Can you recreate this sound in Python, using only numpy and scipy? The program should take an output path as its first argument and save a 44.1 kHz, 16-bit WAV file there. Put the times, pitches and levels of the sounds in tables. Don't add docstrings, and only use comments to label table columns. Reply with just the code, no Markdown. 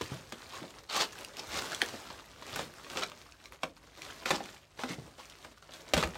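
import sys
import numpy as np
from scipy import signal
from scipy.fft import rfft, irfft, next_fast_len
from scipy.io import wavfile
from scipy.ndimage import map_coordinates

SR = 44100
rng = np.random.default_rng(int(sys.argv[2]) if len(sys.argv) > 2 else 0)


def transcribe(u):
    v = np.clip(np.atleast_2d(u).T, -1, 1)
    q = np.round(v * 32767).astype(np.int16)
    wavfile.write(sys.argv[1], SR, q)


N = 272317
TIME = np.arange(N) / SR
AGE = np.arange(SR // 3) / SR

# crest in s, rise in s, fall in s, crinkle level at the crest in dB,
# rub on the box relative to it in dB.
PULL_ROWS = [(0.03, .1, 0.35, -48, -11), (0.14, .06, 0.14, -50.5, 4), (0.4, 0.12, .15, -55.5, -8),
             (0.58, 0.36, 0.25, -50.5, -0.5), (0.79, 0.095, 0.051, -56.5, 2), (1.04, 0.089, 0.12, -50, -6),
             (1.19, 0.21, 0.27, -50, -1.5), (1.39, 0.067, 0.082, -49, -0.5), (1.559, 0.17, 0.66, -41.5, -2),
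             (1.74, 0.063, 0.12, -46, -5.5), (1.88, 0.14, 0.32, -48, -3.5), (2.11, 0.056, 0.056, -62, 9),
             (2.31, 0.034, 0.059, -64, 5.5), (2.5, 0.067, 0.14, -49, -5), (2.61, 0.2, 0.092, -43, 0),
             (2.77, 0.085, .15, -52.5, -2), (2.93, 0.13, 0.2, -45.5, 0), (3.2, 0.13, 0.28, -55, -5),
             (3.46, 0.057, 0.035, -52.5, -1.5), (3.528, 0.027, 0.065, -56, 2.5),
             (3.631, 0.031, .08, -53.5, -6), (3.77, 0.017, 0.026, -56, -10), (3.85, 0.098, .18, -61, 0),
             (4.03, .1, 0.4, -49.5, -1.5), (4.19, 0.24, 0.14, -54, -13), (4.31, 0.11, 0.21, -49.5, 2.5),
             (4.46, 0.096, 0.13, -52, -3.5), (4.539, 0.073, 0.1, -54.5, -8), (4.8, 0.055, 0.37, -51, 0.5),
             (5.06, 0.15, 0.091, -58.5, 3.5), (5.21, 0.083, 0.34, -54, -3.5), (5.45, 0.11, 0.063, -54.5, 0),
             (5.52, 0.033, 0.015, -53.5, 2.5), (5.579, .02, 0.018, -56, -14), (5.64, .03, .2, -60.5, -2),
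             (5.743, .04, 0.12, -48.5, -4.5), (5.89, 0.029, 0.37, -57.5, -3), (6.06, 0.23, 0.088, -47, 3.5),
             (6.17, 0.071, 0.056, -50.5, -3)]
# time in s, level in dB.
SIZZLE_LEVEL = [(0, -19), (0.8, -15), (1.4, -22), (1.95, -17), (2.3, -38), (2.55, -19), (3.0, -17),
                (3.7, -20), (4.4, -23), (4.95, -11.5), (5.3, -14), (6.17, -22)]
# start in s, crest in s, end in s, level at the crest in dB,
# sheet resonance in Hz, resonance level relative to the scrape in dB.
STROKE_ROWS = [(0.512, 0.546, 0.62, -42.5, 1070, -1), (0.887, 0.9, 1.03, -37, 4170, -5.5),
               (0.901, 0.97, 1.012, -29, 1140, -9.5), (0.983, 1.006, 1.066, -27, 4600, -11.5),
               (1.363, 1.399, 1.404, -39, 5100, -2), (1.485, 1.595, 1.6, -33.5, 2880, -30),
               (2.953, 2.993, 3.03, -37, 2800, -15), (3.015, 3.026, 3.055, -31.5, 1330, -5.5),
               (4.253, 4.258, 4.426, -35, 1190, -7), (4.311, 4.364, 4.365, -34, 850, -7),
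               (4.785, 4.8, 4.95, -44.5, 870, -3), (4.871, 4.901, 4.966, -39.5, 1978, -8.5),
               (5.184, 5.2, 5.222, -46, 900, -2), (5.946, 6.005, 6.03, -33.5, 3230, -31)]
# time in s, level in dB, pitch in Hz, tick relative to the level in dB.
SNAP_ROWS = [(0.0598, -35, 2650, -20), (1.13, -43, 1200, -9), (1.181, -41, 1630, -18),
             (1.1875, -36, 1340, -12), (1.209, -38.5, 1280, -7.5), (1.2468, -29.5, 2770, -11.5),
             (1.3685, -32, 2770, -16), (1.395, -35.5, 3900, -25), (1.4706, -38, 3600, -18),
             (1.621, -27.5, 1430, -12), (1.7462, -23.5, 3320, -20), (1.8163, -9.5, 1795, -22),
             (1.861, -33, 1590, -8), (2.314, -44, 3350, -30.5), (2.4778, -38, 2300, -23),
             (2.5602, -32, 1610, -6), (2.7374, -39, 1520, -15), (2.8997, -31.5, 2800, -16),
             (2.9322, -36, 1210, -19), (2.971, -25, 2500, -24), (3.034, -20.5, 2240, -25),
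             (3.098, -43, 1230, -3), (3.321, -39.5, 2540, -25), (3.456, -34, 2300, -32),
             (3.5217, -35.5, 1070, -18), (4.0184, -29.5, 2350, -17), (4.438, -35, 3450, -27.5),
             (4.4574, -35, 1200, -12), (5.2978, -39.5, 3105, -12), (5.736, -37, 3560, -24),
             (5.8797, -39, 2200, -24)]
# multiple of the lowest mode, level in dB.
FACET_MODES = [(1, 0.5), (1.2, -10), (1.45, -12.5), (1.77, -3), (2.12, -9.5), (2.4, -7), (2.75, -15)]
# time in s, level in dB, panels relative to it in dB,
# crack relative to it in dB, flap pitch in Hz.
KNOCK_ROWS = [(0.011, -25, -21, -8, 1180), (0.017, -30, -29, -6, 1920), (0.322, -30.5, -9, -5, 1670),
              (2.103, -29.5, -15, -27, 1140), (2.423, -31, -17, -18, 1110), (2.559, -23.5, -12, -9.5, 1490),
              (2.591, -21.5, -7, -14, 780), (2.613, -38, -19, -7, 840), (2.959, -25, -19, -28, 1240),
              (2.971, -26, -6, -6.5, 1370), (3.117, -33.5, -28, -13, 1200),
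              (3.632, -15.5, -12.5, -16, 1000), (3.638, -25.5, -13, -19, 2300),
              (4.257, -18.5, -13.5, -10, 1390), (4.305, -13.5, -11.5, -10, 1100),
              (4.309, -16, -10.5, -10.5, 2560), (4.404, -28, -5, -34, 700), (4.791, -24.5, -12.5, -28, 830),
              (4.835, -19, -8, -18.5, 1475), (5.181, -44, -6.5, -5.5, 1370), (5.447, -34, -11, -13, 1590),
              (5.624, -41.5, -21, -8.5, 1450), (5.691, -39, -9, -25, 608), (5.935, -7.5, -12, -12, 575),
              (5.940, -14.5, -23, -11, 2720), (5.966, -18.5, -5, -10, 570), (5.976, -18.5, -16, -7.5, 3260),
              (5.983, -20.5, -12, -18.5, 570), (6.026, -14, -15.5, -16, 1260),
              (6.035, -18.5, -9.5, -9, 1270), (6.154, -27, -15, -31, 860)]
# mean frequency in Hz, mean level in dB, t60 in s.
PANEL_MODES = [(163, -10.5, 0.13), (246, -7.5, 0.19), (325.4, -9, 0.14), (412, -6, 0.025), (481, -3, 0.11),
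               (541.5, 1.5, 0.095), (623, -2, 0.085), (777, 1, 0.062), (1012, -3, 0.065), (1220, -7, 0.035),
               (1770, -3.5, 0.048), (2450, -17, 0.036), (2800, -31, 0.034)]
# time in s, level in dB, pitch in Hz.
BUMP_ROWS = [(0.009, -28, 308), (0.014, -31, 86.6), (0.115, -28, 166), (0.137, -33, 149),
             (0.325, -35.5, 247), (0.617, -34.5, 210), (0.635, -35.5, 540), (1.479, -39, 75),
             (1.82, -26, 476), (1.935, -34.5, 417), (2.594, -46, 760), (2.954, -36, 265),
             (2.974, -31.5, 323), (3.635, -32, 261), (4.307, -23.5, 424), (4.325, -27, 268),
             (4.898, -31, 210), (4.98, -32, 149.9), (4.982, -40, 516), (5.939, -24.5, 75),
             (5.969, -18, 170), (5.975, -22.5, 540), (6.039, -26, 67.7)]
# frequency in Hz, relative level in dB per Hz.
CRINKLE_SPECTRUM = [(100, -16), (400, -14.5), (1100, 1), (2200, -3.5), (4200, -3), (7000, -6),
                    (10300, -14.5), (12500, -14), (16000, -19.5)]
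SIZZLE_SPECTRUM = [(3000, -34), (6000, -5), (9000, 9), (10300, -8), (12500, -4), (16000, -8)]
RUB_SPECTRUM = [(40, -14), (80, -1), (170, -4), (280, -1), (600, 0), (1000, -6), (2000, -18.5), (6000, -45)]
SLIDE_SPECTRUM = [(60, -24), (200, -11), (350, -6), (800, -5), (1200, -4.5), (1600, -9.5), (3800, -7),
                  (6300, -8.5), (8500, -11.5), (10300, -19), (12500, -15.5), (16000, -21)]
FLAP_SPECTRUM = [(80, -37), (300, -12.5), (600, -4.5), (1250, 0.5), (2600, -7.5), (4200, -9.5), (7000, -43),
                 (16000, -36)]
CRACK_SPECTRUM = [(500, -4.5), (2500, 1.5), (4200, -2.5), (6500, -6.5), (9000, -11.5), (10300, -21),
                  (12500, -18.5), (16000, -30.5)]
AIR_SPECTRUM = [(20, -63), (45, 23), (72, 18.5), (85, 10), (100, -12), (125, 9), (150, -10), (200, -4),
                (450, -13), (2700, -7), (6500, -34), (16000, -58)]
# frequency in Hz, t60 in s.
ROOM_DECAY = [(80, 0.34), (260, 0.46), (700, 0.17), (2000, 0.15), (5000, 0.12), (14000, 0.19)]
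# mean delay in s, linear gain.
WALL_ECHOES = [(.0031, 0.16), (.0064, 0.14), (0.0142, 0.11), (.018, 0.099)]
# frequency in Hz, rms level in dB.
HUM_PARTIALS = [(96.9, -69), (147, -70.5)]


def amp(db):
    return 10 ** (np.asarray(db) / 20)


def unit(x):
    return x / np.sqrt(np.mean(x ** 2) + 1e-20)


def blow(x):
    return x / np.sqrt(np.sum(x ** 2) * 1000 / SR + 1e-20)


def fade(t_s, t60_s):
    return np.exp(-np.log(1000) * t_s / t60_s)


def along(points, hz):
    point_hz, value = np.transpose(points)
    return np.interp(np.log(hz + 1), np.log(point_hz), value)


def wobble(rate_hz):
    knots = rng.standard_normal(int(N * rate_hz / SR) + 4)
    return map_coordinates(knots, [TIME * rate_hz])


def colour(x, spectrum):
    m = 2 * next_fast_len(len(x) // 2 + 4096)
    gain = amp(along(spectrum, np.fft.rfftfreq(m, 1 / SR)))
    cepstrum = irfft(np.log(gain))
    cepstrum[1:m // 2] *= 2
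    cepstrum[m // 2 + 1:] = 0
    response = np.exp(rfft(cepstrum))
    return irfft(rfft(x, m) * response)[:len(x)]


def resonate(x, hz, q):
    b, a = signal.iirpeak(min(hz, SR / 4), max(q, .5), SR)
    return signal.lfilter(b, a, x)


def burst(t60_s):
    return rng.standard_normal(len(AGE)) * fade(AGE, t60_s)


def add(track, start_s, x):
    i = max(round(start_s * SR), 0)
    track[i:i + len(x)] += x[:max(N - i, 0)]


def grains(rate_hz, spread_db, cap_db, centre_hz, cycles, samples=220):
    count = int(rate_hz * N / SR)
    start = rng.integers(0, N, count)
    hz = np.clip(centre_hz * np.exp(0.67 * rng.standard_normal((count, 1))), 400, SR / 3)
    strength_db = np.minimum(spread_db * rng.exponential(size=(count, 1)), cap_db)
    strength = amp(strength_db) * rng.choice([-1, 1], (count, 1))
    t = AGE[:samples]
    waves = strength * hz ** 0.62 * np.sin(2 * np.pi * hz * t) * fade(t, cycles / hz)
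    index = start[:, None] + np.arange(len(t))
    return unit(np.bincount(index.ravel(), waves.ravel())[:N])


def wrapping(swish_db=-5.5, rub_db=-1.0, clump_db=2, crowded_db=-42):
    work, rub = effort()
    clumps = amp(clump_db * wobble(rate_hz=55))
    ticks = grains(rate_hz=700, spread_db=4.5, cap_db=20, centre_hz=6000, cycles=4)
    facets = grains(rate_hz=450, spread_db=5.5, cap_db=18, centre_hz=3000, cycles=11)
    crowd = grains(rate_hz=4000, spread_db=3.5, cap_db=14, centre_hz=3600, cycles=5)
    share = work / (work + amp(crowded_db))
    mixed = np.sqrt(1 - share) * unit(ticks + facets) + np.sqrt(share) * crowd
    buckles = unit(colour(clumps * mixed, CRINKLE_SPECTRUM))
    swish = unit(colour(rng.standard_normal(N), CRINKLE_SPECTRUM))
    walls = unit(colour(clumps * rng.standard_normal(N), RUB_SPECTRUM))
    hiss = unit(colour(clumps * rng.standard_normal(N), SIZZLE_SPECTRUM))
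    hiss_db = np.interp(TIME, *np.transpose(SIZZLE_LEVEL))
    sheets = buckles + amp(swish_db) * swish + amp(hiss_db) * hiss
    return work * sheets + rub * amp(rub_db) * walls


def effort(rest_db=-72, drop_db=15):
    crinkle_power, rub_power = np.full((2, N), amp(rest_db) ** 2)
    for crest_s, rise_s, fall_s, db, rub_db in PULL_ROWS:
        away = np.maximum((crest_s - TIME) / rise_s, (TIME - crest_s) / fall_s)
        gain = amp(db - drop_db * np.minimum(away, 10))
        crinkle_power = crinkle_power + gain ** 2
        rub_power = rub_power + (gain * amp(rub_db)) ** 2
    return np.sqrt(crinkle_power), np.sqrt(rub_power)


def slides(catch=0.87, catch_t60_s=0.012, sheet_q=8, squeak_db=-6):
    releases = (rng.random(N) < 150 / SR) * 1.0
    flurries = 1 + catch * signal.fftconvolve(releases, fade(AGE, catch_t60_s))[:N]
    slips = flurries * grains(rate_hz=4500, spread_db=3.5, cap_db=11.5, centre_hz=3650, cycles=5.0)
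    squeaks = grains(rate_hz=260, spread_db=3, cap_db=9.5, centre_hz=2499, cycles=76, samples=1500)
    scrape = colour(slips + amp(squeak_db) * squeaks, SLIDE_SPECTRUM)
    out = np.zeros(N)
    for start_s, crest_s, end_s, db, hz, ring_db in STROKE_ROWS:
        t = np.arange(start_s, max(end_s, start_s + .01), 1 / SR)
        offset = int(rng.random() * (N - SR))
        patch = unit(scrape[offset:][:len(t)])
        force = np.interp(t, [start_s, crest_s, end_s], [0, 1, 0])
        ring = amp(ring_db) * unit(resonate(patch, hz, sheet_q))
        add(out, start_s, amp(db) * force * unit(patch + ring))
    return out


def snaps(ring_db=-4, tick_trim_db=4, ring_t60_s=0.0063, tick_t60_s=0.0023):
    out = np.zeros(N)
    ratio, mode_db = np.transpose(FACET_MODES)[:, :, None]
    for start_s, db, hz, tick_db in SNAP_ROWS:
        phase = 2 * np.pi * rng.random(ratio.shape)
        modes = np.sum(amp(mode_db) * np.sin(2 * np.pi * hz * ratio * AGE + phase), axis=0)
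        ring = blow(modes * np.sqrt(AGE) * fade(AGE, ring_t60_s))
        tick = blow(resonate(burst(tick_t60_s), 5400, q=1.0))
        snap = amp(ring_db) * ring + amp(tick_db + tick_trim_db) * tick
        add(out, start_s + 0.000984, amp(db) * snap)
    return out


def knocks(clap_db=-10, flap_db=-9, crush_db=-9, panel_trim_db=5, crack_trim_db=4,
           crush_t60_s=0.042, flap_t60_s=0.013, crack_t60_s=0.033):
    out = np.zeros(N)
    hz, mode_db, t60_s = np.transpose(PANEL_MODES)[:, :, None]
    clap = blow(colour(signal.unit_impulse(len(AGE)), FLAP_SPECTRUM))
    for start_s, db, panel_db, crack_db, flap_hz in KNOCK_ROWS:
        strength_db = mode_db + 3.8 * rng.standard_normal(hz.shape)
        strength = amp(strength_db) * rng.choice([-1, 1], hz.shape)
        flex = 1 + 0.016 * rng.standard_normal(hz.shape)
        modes = strength * np.sin(2 * np.pi * hz * flex * AGE) * fade(AGE, t60_s)
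        ring = blow(np.sum(modes, axis=0))
        swing = blow(np.sin(2 * np.pi * flap_hz * AGE) * fade(AGE, flap_t60_s) * np.sqrt(AGE))
        crush = blow(colour(burst(crush_t60_s), FLAP_SPECTRUM))
        crack = blow(colour(burst(crack_t60_s), CRACK_SPECTRUM))
        contact = amp(clap_db) * clap + amp(crush_db) * crush + amp(crack_db + crack_trim_db) * crack
        body = amp(flap_db) * swing + amp(panel_db + panel_trim_db) * ring
        add(out, start_s + .001, amp(db) * (contact + body))
    return out


def bumps(trim_db=3, t60_s=0.061, rise_s=0.0019, box_q=1.1):
    out = np.zeros(N)
    for start_s, db, hz in BUMP_ROWS:
        push = burst(t60_s) * (1 - np.exp(-AGE / rise_s))
        thud = blow(resonate(resonate(push, hz, box_q), hz, box_q))
        add(out, start_s, amp(db + trim_db) * thud)
    return out


def room(x, wet_db=-6, walls_db=-1, stray=.12):
    out = np.zeros(N)
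    hop = SR // 32
    starts = range(-hop, N, hop)
    noise = rng.standard_normal((len(starts), SR // 4))
    hz, t, z = signal.stft(noise, SR, nperseg=256)
    decay = fade(t, along(ROOM_DECAY, hz)[:, None])
    tails = signal.istft(z * decay, SR, nperseg=256)[1]
    for start, tail in zip(starts, tails):
        response = amp(wet_db) * tail / np.linalg.norm(tail)
        response[0] = 1
        for delay_s, gain in WALL_ECHOES:
            strayed_s = delay_s * np.exp(stray * rng.standard_normal())
            response[round(strayed_s * SR)] += gain * amp(walls_db)
        i = np.arange(max(start, 0), min(start + 2 * hop, N))
        piece = x[i] * np.sin(np.pi * (i - start) / (2 * hop)) ** 2
        add(out, i[0] / SR, signal.fftconvolve(piece, response / np.linalg.norm(response)))
    return out


def background(air_db=-66, hum_trim_db=-4):
    hum = np.zeros(N)
    for hz, db in HUM_PARTIALS:
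        gain = amp(db + hum_trim_db + 1.8 * wobble(rate_hz=4.03)) * np.sqrt(2)
        hum += gain * np.sin(2 * np.pi * hz * TIME + wobble(rate_hz=8.6))
    air = unit(colour(rng.standard_normal(N), AIR_SPECTRUM))
    return hum + amp(air_db) * air


def scene():
    sources = wrapping() + slides() + snaps() + knocks() + bumps()
    return (room(sources) + background())[None]


def record(dry, low_cut_hz=45, top_hz=15900):
    high_pass = signal.butter(N=3, Wn=low_cut_hz, btype="high", fs=SR, output="sos")
    thin = signal.sosfilt(high_pass, dry)
    m = next_fast_len(N + SR // 4)
    passband = np.fft.rfftfreq(m, 1 / SR) < top_hz
    return irfft(rfft(thin, m) * passband, m)[:, :N]


dry = scene()
out = record(dry)
transcribe(out)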